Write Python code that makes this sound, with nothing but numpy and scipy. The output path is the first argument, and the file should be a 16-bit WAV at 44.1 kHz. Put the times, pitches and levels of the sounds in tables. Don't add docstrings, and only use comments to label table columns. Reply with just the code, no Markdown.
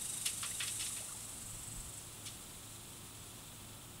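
import sys
import numpy as np
from scipy import signal
from scipy.fft import rfft, irfft, next_fast_len
from scipy.io import wavfile
from scipy.ndimage import map_coordinates

SR = 44100
rng = np.random.default_rng(int(sys.argv[2]) if len(sys.argv) > 2 else 0)


def wav_record(signal):
    frames = np.transpose(np.atleast_2d(signal))
    bounded = np.clip(frames, -1, 1)
    quanta = np.round(bounded * 32767).astype(np.int16)
    wavfile.write(sys.argv[1], SR, quanta)


N = 176400


# (time [s], level [dB], centre [Hz], width [octaves], rise [s], decay [s])
SPLASHES = [(0.254, -27, 9600, 0.4, 0.0092, 0.017), (0.2531, -32.5, 3360, 0.71, 0.0084, 0.023),
            (.27, -41, 3800, 0.54, 0.0033, 0.0097), (.427, -36.5, 1970, 1.4, .0049, 0.02),
            (0.437, -42, 2330, 0.99, 0.0068, 0.022), (.51, -53, 2260, 0.3, .004, .01),
            (.597, -36, 2560, .67, 0.0087, 0.032), (.622, -43, 2460, 1.1, 0.007, 0.034),
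            (.675, -35.5, 3420, 0.69, 0.0075, 0.011), (.79, -38, 3600, 0.79, 0.022, 0.025),
            (.858, -37, 4440, 1.1, 0.0075, 0.012), (0.962, -46, 2670, .7, 0.009, 0.025),
            (2.253, -40.5, 9700, 0.37, .009, 0.022), (2.252, -44, 4570, 0.97, 0.012, 0.042)]
# (frequency [Hz], width [Hz], gain [dB])
TUB_MODES = [(1175, 24, 3), (1380, 67, -4), (1964, 89, -11), (2615, 48, 0.5), (2920, 86, -2),
             (3346, 66, -1.5), (3570, 28, 1), (4290, 40, -4), (5370, 50, -1)]

def splashes():
    low_hz, top_hz = 600, 11600
    water = np.zeros(N + SR)
    for start_s, db, hz, octaves, rise_s, decay_s in SPLASHES:
        burst = droplets(hz, octaves)
        t = np.arange(len(burst)) / SR
        envelope = np.minimum((t / rise_s) ** .84, np.exp((rise_s - t) / decay_s))
        water[round(start_s * SR):][:len(t)] += amp(db) * burst * envelope
    softened = filtered(water[:N], lambda f: 1 / (1 + (f / top_hz) ** 10 + (low_hz / (f + 1)) ** 4))
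    return ringing(softened, TUB_MODES, direct_db=-4)


def droplets(centre_hz, octaves, size=8192):
    drops_per_s, decay_cycles, spray_share = 4000, 7, .6
    band = lambda f: np.exp(-.5 * (np.log2((f + 1) / centre_hz) / octaves) ** 2)
    count = int(drops_per_s * size / SR)
    pitch, strength, onset = np.hsplit(rng.random((2048, 3))[:count], 3)
    hz = 600 * 24 ** pitch
    age = np.arange(256)
    cycles = hz * age / SR
    gain = band(hz) * hz * (1 - np.log(1 - strength))
    drops = gain * np.sin(2 * np.pi * cycles) * np.exp(-cycles / decay_cycles)
    positions = (onset * size).astype(int) + age
    patter = np.bincount(positions.ravel(), drops.ravel(), size)[:size]
    spray = irfft(rfft(rng.standard_normal(size)) * band(np.fft.rfftfreq(size, 1 / SR)))
    return np.sqrt(spray_share) * unit(spray) + np.sqrt(1 - spray_share) * unit(patter)


# (time [s], starting pitch [Hz], relative level [dB])
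BUBBLES = [(.511, 1894, -44), (0.902, 1190, -49), (1.005, 586, -49.5), (1.022, 790, -50),
           (1.089, 1300, -48), (1.106, 1046, -50), (1.119, 1150, -50), (1.147, 800, -51.5),
           (2.254, 3120, -47.5), (2.263, 5600, -44), (2.267, 2250, -49), (2.277, 3900, -46),
           (2.29, 3450, -54)]

def bubbles():
    attack_s, decay_s, chirp_per_s, waver_rad = .0032, .0057, 4.8, .7
    out = np.zeros(N)
    for start_s, hz, db in BUBBLES:
        t = np.maximum(clock() - start_s, 0)
        phase = 2 * np.pi * hz * t * (1 + chirp_per_s * t) + waver_rad * wobble(200)
        envelope = (1 - np.exp(-t / attack_s)) * np.exp(-t / decay_s)
        out += amp(db) * envelope * np.sin(phase)
    return 2 * out


# (time [s], pitch [Hz], level [dB])
BUMPS = [(1.44, 28, -51), (1.526, 33, -46.5), (1.673, 113, -47.5), (1.751, 149, -49), (1.764, 94, -52),
         (1.774, 39, -40), (1.85, 57.7, -49)]
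# (time [s], level [dB])
RUMBLE_LEVEL = [(1.3, -83), (1.5, -65), (1.62, -62), (1.72, -57), (1.8, -55.5), (1.87, -54), (1.97, -87)]
# (frequency [Hz], gain [dB])
RUMBLE_SPECTRUM = [(20, -1), (45, 1), (90, 3), (180, 0), (300, -27), (800, -60)]

def bumps(rise_s=.015):
    out = coloured(rng.standard_normal(N), RUMBLE_SPECTRUM) * amp(curve(RUMBLE_LEVEL))
    for start_s, hz, db in BUMPS:
        t = np.maximum(clock() - start_s, 0)
        swell = (t / rise_s * np.exp(1 - t / rise_s)) ** 2
        out += amp(db) * swell * np.sin(2 * np.pi * hz * t)
    return out


# (time [s], level [dB])
BRIGHT_LEVEL = [(0, -42.5), (.22, -44.5), (.36, -46.5), (.6, -44), (.82, -44), (1, -52), (1.15, -60),
                (1.45, -73), (2.1, -83)]
WHINE_LEVEL = [(.8, -80), (.93, -49), (1.05, -58), (1.3, -59), (1.6, -74), (2, -90)]
SOFT_LEVEL = [(.9, -70), (1.05, -55), (1.25, -55.5), (1.42, -52.5), (1.75, -52), (1.99, -52.5), (2.05, -64),
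              (2.3, -90)]
# (frequency [Hz], gain [dB])
BRIGHT_SPECTRUM = [(1500, -24), (2800, -16.5), (3800, -12.5), (4800, -20), (7000, -8.5), (8100, 0),
                   (8900, 7.5), (9600, -9.5), (10800, -0.5), (12000, -12), (13500, -61), (16000, -37)]
SOFT_SPECTRUM = [(2000, -32), (5500, -33), (7100, -16), (7800, -3.5), (8150, 0), (8650, -11), (10800, -20),
                 (12500, -30), (16000, -38)]
# (frequency [Hz], width [Hz], gain [dB])
BRIGHT_MODES = [(2830, 120, 6.5), (3770, 95, 12), (6050, 77, 13), (7560, 96, -1), (8040, 68, 5.5)]
WHINE_MODES = [(9430, 730, 0)]
# (time [s], floor [0-1])
STROKE_FLOOR = [(0, .17), (.5, .17), (.72, .3), (.85, .52), (1.1, .4)]

def near_insect():
    floor = curve(STROKE_FLOOR)
    buzz = ringing(wing_rasp(sharpness=3.5, floor=floor), BRIGHT_MODES)
    bright = coloured(buzz, BRIGHT_SPECTRUM) * amp(curve(BRIGHT_LEVEL))
    whine = wing_rasp(sharpness=3.5, floor=floor)
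    for _ in range(2):
        whine = ringing(whine, WHINE_MODES, direct_db=-60)
    whine = unit(whine) * amp(curve(WHINE_LEVEL))
    soft = coloured(wing_rasp(sharpness=4.5, floor=.1), SOFT_SPECTRUM) * amp(curve(SOFT_LEVEL))
    return yard(bright + whine, wet_db=-8) + yard(soft, wet_db=-10)


# (time [s], rate [Hz])
STROKE_RATE = [(0, 25.2), (.25, 24.8), (.45, 23.6), (.85, 23.5), (1.05, 25.9), (1.25, 23.55), (2, 23.14)]

def wing_rasp(sharpness, floor):
    first_stroke_s, tooth_hz, tooth_decay_s = .018, 410, .0019
    strokes = np.cumsum(curve(STROKE_RATE)) / SR
    strokes -= np.interp(first_stroke_s, clock(), strokes)
    swell = floor + (1 - floor) * np.abs(np.cos(np.pi * strokes)) ** sharpness
    teeth = np.cumsum(tooth_hz * (1 + .08 * wobble(50))) / SR
    since_tooth_s = teeth % 1 / tooth_hz
    return swell * np.exp(-since_tooth_s / tooth_decay_s) * rng.standard_normal(N)


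# (time [s], level [dB])
CHORUS_LEVEL = [(0, -46), (.85, -45), (1.15, -49.5), (1.6, -51.5), (2.1, -52.5), (2.6, -54), (3.4, -55.5),
                (4, -57.5)]
# (frequency [Hz], gain [dB])
CHORUS_SPECTRUM = [(1000, -16.5), (2000, -11.5), (2800, -8.5), (3550, -6), (4600, -8), (6200, -6),
                   (7400, 0.5), (8100, 3), (8800, 0.5), (9600, 0.5), (11000, -4), (13000, -12),
                   (16000, -30.5)]

def far_insects():
    flutter_db = .5 * wobble(37)
    hiss = coloured(rng.standard_normal(N), CHORUS_SPECTRUM)
    return yard(hiss, wet_db=-14) * amp(curve(CHORUS_LEVEL) + flutter_db)


# (time [s], level [dB])
TRILL_LEVEL = [(1.9, -75), (2.45, -66.5), (3.15, -66.5), (3.35, -68.5), (3.48, -64.5), (3.7, -66),
               (3.85, -71), (3.93, -84)]
# (frequency [Hz], width [Hz], gain [dB])
TRILL_MODES = [(2570, 200, -8), (3140, 90, -4), (3500, 130, 0), (3800, 300, -5)]

def far_trill(stroke_hz=23.7, first_stroke_s=.019):
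    tone = ringing(rng.standard_normal(N), TRILL_MODES, direct_db=-56)
    pulses = np.cos(np.pi * stroke_hz * (clock() - first_stroke_s)) ** 2
    return unit(tone * pulses) * amp(curve(TRILL_LEVEL))


# (frequency [Hz], rms level at mid-scene [dB])
MOTOR_TONES = [(107.7, -63), (156, -99), (221, -75), (291, -75.5), (350.5, -73.5), (1055, -81.5),
               (1169, -76), (1287, -78.5), (1351, -78.5)]

def motor():
    waver_db, drift_rad, growth_db_per_s = 1.8, .55, .9
    t = clock()
    hum = np.zeros(N)
    for hz, db in MOTOR_TONES:
        peak = np.sqrt(2) * amp(db + waver_db * wobble(4.91))
        hum += peak * np.sin(2 * np.pi * hz * t + drift_rad * wobble(6.4))
    return hum * amp(growth_db_per_s * (t - t.mean()))


# (frequency [Hz], gain [dB])
AIR_SPECTRUM = [(15, 3), (35, 13), (65, 13), (130, 14), (250, 8.5), (480, 1.5), (900, 2), (1350, -0.5),
                (1900, -6), (2700, -2), (3550, 0), (4500, -7), (8000, -18), (13200, -9), (15000, -4)]

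def air(level_db=-54):
    return amp(level_db) * coloured(rng.standard_normal(N), AIR_SPECTRUM)


def yard(x, wet_db):
    t60_s, echo_span_s, echo_db = .2, .011, -18
    t = np.arange(SR // 3) / SR
    tail = rng.standard_normal(len(t)) * amp(-60 * t / t60_s)
    response = amp(wet_db) * tail / np.linalg.norm(tail)
    response[0] += 1
    delays = (rng.uniform(.1, 1, size=7) * echo_span_s * SR).astype(int)
    response[delays] += amp(echo_db)
    return signal.fftconvolve(x, response / np.linalg.norm(response))[:N]


def ringing(x, modes, direct_db=0):
    def resonances(f):
        return sum(amp(db) * 1j * f * width / (hz * hz - f * f + 1j * f * width)
                   for hz, width, db in modes)
    return filtered(x, lambda f: amp(direct_db) + resonances(f))


def coloured(x, spectrum):
    hz, db = np.transpose(spectrum)
    return unit(filtered(x, lambda f: amp(np.interp(np.log(f + 1), np.log(hz), db))))


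def filtered(x, response):
    size = next_fast_len(N + SR // 2)
    return irfft(rfft(x, size) * response(np.fft.rfftfreq(size, 1 / SR)), size)[..., :N]


def wobble(knots_per_s):
    return map_coordinates(rng.standard_normal(256), [clock() * knots_per_s], mode="wrap")


def curve(rows):
    return np.interp(clock(), *np.transpose(rows))


def clock():
    return np.arange(N) / SR


def amp(db):
    return 10 ** (np.asarray(db) / 20)


def unit(x):
    return x / np.sqrt(np.mean(x ** 2) + 1e-20)


def scene():
    insects = near_insect() + far_insects() + far_trill()
    background = motor() + air()
    tub = splashes() + bubbles() + bumps()
    mono = tub + insects + background
    return np.array([mono, mono])


def record(dry):
    return filtered(dry, lambda hz: hz < 15750)


dry = scene()
out = record(dry)
wav_record(out)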